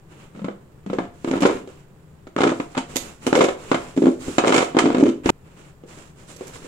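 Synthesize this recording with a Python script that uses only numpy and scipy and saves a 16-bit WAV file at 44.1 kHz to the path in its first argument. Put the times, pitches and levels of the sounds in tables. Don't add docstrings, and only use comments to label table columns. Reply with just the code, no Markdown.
import sys
import numpy as np
from scipy import signal
from scipy.fft import rfft, irfft, next_fast_len
from scipy.io import wavfile
from scipy.ndimage import uniform_filter1d

SR = 44100
rng = np.random.default_rng(int(sys.argv[2]) if len(sys.argv) > 2 else 0)


def unload_audio(sound):
    columns = np.transpose(np.atleast_2d(sound))
    steps = np.round(np.clip(columns, -1, 1) * 32767)
    wavfile.write(sys.argv[1], SR, steps.astype(np.int16))


N = 294147
TIME = np.arange(N) / SR
BREAK_S = 5.304


def from_db(db):
    return 10 ** (np.asarray(db) / 20)


def rms(x):
    return np.sqrt(np.mean(x ** 2) + 1e-20)


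def unit_attack(sound):
    return sound / rms(sound[..., :int(.011 * SR)])


def add(out, start_s, sound):
    start = int(start_s * SR)
    out[:, start:start + sound.shape[-1]] += sound[..., :N - start]


def at_hz(curve, hz):
    curve_hz, values = np.transpose(curve)
    return np.interp(np.log(np.maximum(hz, 1)), np.log(curve_hz), values)


def bins_hz(size):
    return np.fft.rfftfreq(size, 1 / SR)


def colour(x, curve):
    size = next_fast_len(x.shape[-1] + 2048, real=True)
    cepstrum = irfft(np.log(from_db(at_hz(curve, bins_hz(size)))), size)
    causal_fold = 1 + np.sign(size / 2 - np.arange(size)) * (np.arange(size) > 0)
    response = np.exp(rfft(cepstrum * causal_fold))
    return irfft(rfft(x, size) * response, size)[..., :x.shape[-1]]


def band(x, low_hz, high_hz, order=2):
    return signal.sosfilt(signal.butter(order, [low_hz, high_hz], "band", fs=SR, output="sos"), x)


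# frequency in Hz, left-right correlation.
COHERENCE = [(60, .9), (150, .97), (300, .92), (640, .35), (1400, .1), (3000, 0)]

def diffuse_noise(size):
    padded = next_fast_len(size, real=True)
    mid, side = rfft(rng.standard_normal((2, padded)))
    alike = at_hz(COHERENCE, bins_hz(padded))
    spectrum = np.sqrt(1 + alike) * mid + np.sqrt(1 - alike) * side * [[1], [-1]]
    return irfft(spectrum, padded)[:, :size]


def grainy_noise(curve, grain_db, grain_samples=90):
    grains = uniform_filter1d(rng.standard_normal(N), grain_samples)
    noise = colour(diffuse_noise(N) * from_db(grain_db * grains / rms(grains)), curve)
    return noise / rms(noise)


# frequency in Hz, relative level in dB.
ROOM_NOISE = [(25, -9.5), (45, -27), (75, -9), (110, -14.5), (150, -5), (240, -21.5), (390, -19),
              (700, -28.5), (1100, -30.5), (2000, -38.5), (4000, -47), (8000, -52)]
# centre in Hz, width in Hz, level in dB.
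WHINE_BANDS = [(7060, 250, -77), (8100, 230, -77)]

def background(room_db=-48, hiss_db=-74):
    out = from_db(room_db) * grainy_noise(ROOM_NOISE, grain_db=1)
    out += from_db(hiss_db) * rng.standard_normal((2, N))
    for hz, width_hz, db in WHINE_BANDS:
        whine = band(rng.standard_normal((2, N)), hz - width_hz / 2, hz + width_hz / 2)
        out += from_db(db) * whine / rms(whine)
    return out


# frequency in Hz, T60 in seconds.
ROOM_DECAY = [(150, 0.45), (500, 0.37), (2000, 0.3), (6000, 0.29), (14000, 0.3)]

def room(x, bass_db=-13, mid_db=-9, treble_db=-9, build_s=0.0035):
    t = np.arange(SR * 2 // 3) / SR
    spectrum, hz = rfft(diffuse_noise(len(t))), bins_hz(len(t))
    build_up = 1 - np.exp(-(t / build_s) ** 2)
    edges_hz = np.geomspace(70, 17920, 9)
    response = 0
    for low, high in zip(edges_hz, edges_hz[1:]):
        envelope = build_up * from_db(-60 * t / at_hz(ROOM_DECAY, np.sqrt(low * high)))
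        octave = irfft(spectrum * (hz >= low) * (hz < high), len(t))
        response += octave * envelope / np.linalg.norm(envelope)
    response = colour(response, [(250, bass_db), (1200, mid_db), (7000, treble_db)])
    return x + signal.fftconvolve(x, response, axes=1)[:, :N]


# start in seconds, relative level in dB.
SHOVES = [(2.776, -49), (3.713, -42), (4.278, -20.5), (5.255, -15.5), (5.29, -23)]

def counter_thuds(gain_db=-3, pitch_hz=75, t60_s=0.048):
    t, out = np.arange(SR // 6) / SR, np.zeros((2, N))
    thud = from_db(gain_db - 60 * t / t60_s) * np.sin(2 * np.pi * pitch_hz * t)
    for start_s, db in SHOVES:
        add(out, start_s, from_db(db) * thud)
    return out


# start in seconds, relative level in dB.
KNIFE_KNOCKS = [(2.776, -20), (5.291, -12)]
# frequency in Hz, relative level in dB, T60 in seconds.
BLADE_MODES = [(810, -2, 0.14), (910, 1, 0.15), (970, -10, 0.16)]

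def blade_ring(gain_db=-5):
    t, out = np.arange(SR // 3) / SR, np.zeros((2, N))
    for start_s, knock_db in KNIFE_KNOCKS:
        for hz, mode_db, t60_s in BLADE_MODES:
            envelope = from_db(gain_db + knock_db + mode_db - 60 * t / t60_s)
            add(out, start_s, envelope * np.sin(2 * np.pi * hz * t))
    return out


def stroke_envelope(start_s, end_s, attack_s=0.04, release_t60_s=0.44):
    rise = np.clip((TIME - start_s) / attack_s, 0, 1)
    release = from_db(-60 * np.clip((TIME - end_s) / release_t60_s, 0, 2))
    return rise * release * ((TIME < BREAK_S) | (start_s > BREAK_S))


# frequency in Hz, relative level in dB.
SIZZLE_SPECTRUM = [(2000, -9), (3500, 2), (4700, 0.5), (6300, 3), (7400, 8), (8300, 2.5), (11000, -6.5),
                   (13000, -16.5), (15500, -17)]
RUB_SPECTRUM = [(300, 6), (500, 5.5), (700, -0.5), (1300, 0), (1800, -4), (2800, -4), (4500, -19),
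                (7000, -32)]
# start and end in seconds, relative sizzle and rub levels in dB.
EDGE_STROKES = [(0.077, 0.245, -58.5, -48.5), (0.315, 0.463, -64, -52), (0.864, 1.012, -60, -46.5),
                (1.115, 1.259, -59, -54), (1.246, 1.564, -49.5, -39), (1.647, 1.78, -60, -51.5),
                (2.36, 2.629, -50.5, -49), (2.68, 2.801, -54.5, -49), (2.871, 3.096, -46, -40.5),
                (3.2, 3.504, -46, -40.5), (3.55, 3.892, -47.5, -41), (3.96, 4.127, -49, -54),
                (4.182, 4.367, -41, -38.5), (4.427, 4.646, -42, -62), (4.663, 5.08, -54, -42.5),
                (5.231, 5.297, -39, -27.5), (5.427, 5.537, -64.5, -54.5), (5.534, 5.656, -58, -50),
                (5.858, 5.963, -50.5, -46), (5.949, 5.995, -46.5, -41.5), (6.148, 6.26, -57.5, -53),
                (6.26, 6.327, -44.5, -44), (6.358, 6.486, -48.5, -43), (6.504, 6.557, -42.5, -39),
                (6.586, 6.67, -50.5, -45)]

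def hot_edge(sizzle_gain_db=-1, rest_sizzle_db=-77.5, rest_rub_db=-65.5, waver_db=1.6, wavers_per_s=30):
    melting, rubbing = from_db(rest_sizzle_db), from_db(rest_rub_db)
    waver = np.interp(TIME * wavers_per_s, np.arange(SR), rng.standard_normal(SR))
    for start_s, end_s, sizzle_db, rub_db in EDGE_STROKES:
        envelope = stroke_envelope(start_s, end_s)
        melting = np.maximum(melting, from_db(sizzle_db + sizzle_gain_db) * envelope)
        rubbing = np.maximum(rubbing, from_db(rub_db) * envelope)
    sizzle = melting * grainy_noise(SIZZLE_SPECTRUM, grain_db=1)
    rub = rubbing * grainy_noise(RUB_SPECTRUM, grain_db=1.5)
    return from_db(waver_db * waver) * (sizzle + rub)


# frequency in Hz, relative level in dB, T60 in seconds.
WALL_MODES = [(142, -19, 0.092), (199, 0, 0.16), (265.3, -3, 0.13), (290, -2, 0.098), (330, 2.5, 0.067),
              (382.6, 0, 0.095), (424, -7.5, 0.11), (470.5, 3.5, 0.067), (498, -4.5, 0.11),
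              (563.3, 1, 0.12)]

def boom(t, panel_hz, rise_s, spread_octaves=0.48, scatter_db=2, lobe_hz=900):
    hz, db, t60_s = np.transpose(WALL_MODES)[:, :, None]
    nearness = 1 / (1 + (np.log2(hz / panel_hz) / spread_octaves) ** 2) ** 2
    strength = nearness * from_db(db + scatter_db * rng.standard_normal(hz.shape))
    lobe_phase = rng.standard_normal(hz.shape) * (hz / lobe_hz) ** 2
    phase = 2 * np.pi * hz * t + np.array([lobe_phase, -lobe_phase])
    modes = -strength * from_db(-60 * t / t60_s) * np.sin(phase)
    ring = modes.sum(axis=1) * (1 - np.exp(-t / rise_s))
    return unit_attack(band(ring, 133, 2100))


def crinkles(size, creases_per_s=130, strength_db=3, fade_s=0.0021):
    creases = (rng.random(size) < creases_per_s / SR) * rng.exponential(1, size)
    swells = signal.lfilter([1], [1, -np.exp(-1 / (fade_s * SR))], creases + 1e-18)
    return 1 + from_db(strength_db) * swells


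def snap(t, waves, low_hz, high_hz, t60_s, pulse):
    burst = waves * from_db(-60 * t / t60_s) - pulse * (t == 0)
    return unit_attack(band(burst, low_hz, high_hz, order=3))


# frequency in Hz, width in Hz, gain in dB.
SHELL_RESONANCES = [(701.6, 6.6, 19.5), (755.5, 9.8, 7), (760, 22, 2), (800, 8.5, 4), (920, 23, -0.5),
                    (996, 11, 7), (1110, 78, 0.5), (1295, 220, 1), (1300, 25, 3), (1383, 63, 2.5),
                    (1690, 26, 5.5), (2130, 220, 4), (2410, 100, -2), (2510, 35, 1), (3010, 19, 6.5),
                    (3160, 65, 2.5), (3620, 72, 2.5)]

def shell(x):
    out = x.copy()
    for hz, width_hz, db in SHELL_RESONANCES:
        resonator = signal.iirpeak(hz, hz / width_hz, fs=SR)
        out += (from_db(db) - 1) * signal.lfilter(*resonator, x)
    return out


# frequency in Hz, gain in dB.
SHEET_COLOUR = [(300, 4.5), (620, -6), (1000, -3.5), (1400, -5), (1800, -2), (2400, 4.5), (3500, -0.5),
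                (5000, 2), (7300, 9), (9000, -2), (12000, 0.5), (16000, -15)]

def bottle(slips, boom_gain_db=-3, crumple_gain_db=-6, clack_gain_db=-2.42, crack_gain_db=-1.5,
           tick_gain_db=-1):
    t = np.arange(SR // 8) / SR
    wall, sheet = np.zeros((2, 2, N))
    for start_s, panel_hz, boom_db, crack_db, bright_db in slips:
        clack_db = crack_db + 10 - bright_db
        tick_db = crack_db - 9.5 + bright_db
        crumple_db = (boom_db + clack_db) / 2
        tick_top_hz = np.interp(tick_db - crack_db, [-8, 7], [9000, 16000])
        rise_s = np.interp(boom_db - clack_db, [5, 22], [0.0005, 0.003])
        waves = diffuse_noise(len(t)) * crinkles(len(t))
        crumple = snap(t, waves, 385, 616, t60_s=0.04, pulse=2.3)
        clack = snap(t, waves, 790, 1440, t60_s=0.065, pulse=11.6)
        crack = snap(t, waves, 1770, 3770, t60_s=0.046, pulse=4.5)
        tick = snap(t, waves, 4460, tick_top_hz, t60_s=0.068, pulse=1.9)
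        add(wall, start_s, from_db(boom_db + boom_gain_db) * boom(t, panel_hz, rise_s))
        add(wall, start_s, from_db(crumple_db + crumple_gain_db) * crumple)
        add(sheet, start_s, from_db(clack_db + clack_gain_db) * clack)
        add(sheet, start_s, from_db(crack_db + crack_gain_db) * crack)
        add(sheet, start_s, from_db(tick_db + tick_gain_db) * tick)
    return wall + shell(colour(sheet, SHEET_COLOUR))


# start and end in seconds, panel pitch in Hz,
# relative boom and crack levels in dB, brightness in dB.
PUSHES = [(0.339, 0.512, 200, -34, -56.5, -2.5), (0.94, 1.058, 231, -30, -52, -2),
          (1.267, 1.386, 293, -19, -43, -4), (1.466, 1.52, 384, -19.5, -42.5, -0.5),
          (2.369, 2.505, 298, -18.5, -32.5, -2), (3.359, 3.455, 388.8, -10.5, -32.5, 1.5),
          (4.028, 4.088, 305, -7.5, -40, 0), (4.446, 4.635, 365.6, -14.5, -27, -1),
          (4.799, 4.931, 305, -16.5, -40, -1), (4.961, 5.1, 310, -12.5, -38, 0)]

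def crunch_slips(slips_per_s=72, jitter=.35, swell_db=4, pitch_scatter_octaves=.07,
                 boom_scatter_db=1.4, crack_scatter_db=2.5, bright_scatter_db=2):
    slips = []
    for start_s, end_s, panel_hz, boom_db, crack_db, bright_db in PUSHES:
        count = round((end_s - start_s) * slips_per_s)
        places = (np.arange(count) + .5 + jitter * rng.uniform(-1, 1, count)) / count
        for place in places:
            pitch, depth, force, bright = rng.standard_normal(4)
            arch_db = swell_db * (np.sin(np.pi * place) - 1)
            slips.append((start_s + place * (end_s - start_s),
                          panel_hz * 2 ** (pitch_scatter_octaves * pitch),
                          boom_db + arch_db + boom_scatter_db * depth,
                          crack_db + arch_db + crack_scatter_db * force,
                          bright_db + bright_scatter_db * bright))
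    return slips


# start in seconds, panel pitch in Hz,
# relative boom and crack levels in dB, brightness in dB.
MAIN_SLIPS = [(0.416, 187, -26.5, -66, -6), (0.444, 213, -22.5, -43.5, -3), (0.483, 368, -23, -46.5, -8),
              (0.862, 229, -26, -50.5, -1), (0.899, 217, -22.5, -45.5, -4), (0.931, 419.3, -18, -42, -1),
              (0.985, 332, -16, -37.5, -7), (1.245, 326, -18.5, -40.5, 0), (1.31, 274, -16, -35.5, 1.5),
              (1.405, 300, -21, -37.5, 6), (1.421, 270, -11, -29.5, 2.5), (1.431, 273, -12, -29, -2.5),
              (1.452, 360, -6, -24.5, -4.5), (1.463, 447, -12.5, -34, 5), (1.552, 325, -25, -57, 4),
              (1.674, 390, -31.5, -54.5, 4), (2.269, 354, -34, -52.5, -1), (2.363, 300, -17.5, -35.5, -3.5),
              (2.405, 330, -10.5, -33.5, -2), (2.434, 373, -10, -24.5, -2), (2.45, 343, -12, -37, -6.5),
              (2.467, 330, -10, -35, -0.5), (2.518, 323, -17, -44, -10.5), (2.599, 297, -17.5, -36.5, -2.5),
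              (2.749, 280, -45, -43, -4), (2.769, 270, -22, -36, -1.5), (2.777, 253, -17, -29, 2.5),
              (2.958, 290, -21, -26.5, 12), (3.266, 320, -15, -28.5, 5.5), (3.274, 334, -14.5, -38, -4),
              (3.327, 330, -8, -27, -3.5), (3.352, 330, -15, -23, 0.5), (3.407, 355.6, -9, -23, -3.5),
              (3.439, 347, -14, -28.5, 3.5), (3.485, 430, -16, -32, -1.5), (3.715, 314, -10.5, -26.5, -4.5),
              (3.744, 290, -14, -28.5, -2), (3.964, 300.5, -22.5, -47, 6), (3.975, 290, -9.5, -39.5, 1),
              (4.02, 330, -8.5, -41.5, 0), (4.068, 305.5, -5, -39, -5), (4.281, 325, -19.5, -51, 1),
              (4.382, 325, -8, -21, -0.5), (4.438, 375.1, -15.5, -31.5, -7.5),
              (4.472, 386, -10.5, -24.5, 3), (4.542, 316.3, -16, -22.5, 2), (4.578, 264.1, -15, -22.5, 1.5),
              (4.747, 290, -16, -44, -6), (4.767, 354, -5.5, -30, -5.5), (4.787, 430, -23, -18.5, 1),
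              (4.839, 300, -10, -41, 1), (4.856, 330, -11, -32.5, -3.5), (4.946, 303, -13.5, -33.5, -3.5),
              (5.026, 296, -2.5, -46, 6), (5.08, 288.3, -12, -42, 4), (5.258, 290.4, -10.5, -32, 1.5),
              (5.291, 330, -21, -22, -0.5), (5.3, 348, -7.5, -25.5, 8), (5.836, 383, -37, -64, 1),
              (6.361, 430, -43, -53, 14), (6.409, 410, -26.5, -53.5, -2.5), (6.47, 430, -50.5, -55.5, 20),
              (6.646, 390, -35, -66, 6)]

def gentle_cutting():
    return bottle([slip for slip in MAIN_SLIPS if slip[0] >= BREAK_S])


def hard_cutting(stick_s=.011):
    main = [slip for slip in MAIN_SLIPS if slip[0] < BREAK_S]
    lesser = [slip for slip in crunch_slips() if not any(0 < big[0] - slip[0] < stick_s for big in main)]
    return bottle(main + lesser)


def scene(right_lag_s=.00024):
    floor, edge = background(), hot_edge()
    gentle = room(gentle_cutting())
    hard = room(hard_cutting()) + counter_thuds() + blade_ring()
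    until_break = np.clip((BREAK_S - TIME) / .001, 0, 1)
    left, right = hard * until_break + gentle + edge
    return np.array([left, np.roll(right, round(right_lag_s * SR))]) + floor


# frequency in Hz, left minus right in dB.
PORT_BALANCE = [(200, 2.5), (380, -2.5), (700, 1.5), (2400, -2), (4400, -5), (6000, -13), (7600, -22),
                (10000, -14), (14000, -0.5)]

def record(dry, cutoff_hz=15800):
    hz, balance_db = np.transpose(PORT_BALANCE)
    right_db = -10 * np.log10((1 + from_db(balance_db) ** 2) / 2)
    left = colour(dry[0], np.c_[hz, right_db + balance_db])
    right = colour(dry[1], np.c_[hz, right_db])
    lowpass = signal.ellip(10, .2, 80, cutoff_hz, fs=SR, output="sos")
    return signal.sosfilt(lowpass, np.tanh([left, right]))


dry = scene()
out = record(dry)
unload_audio(out)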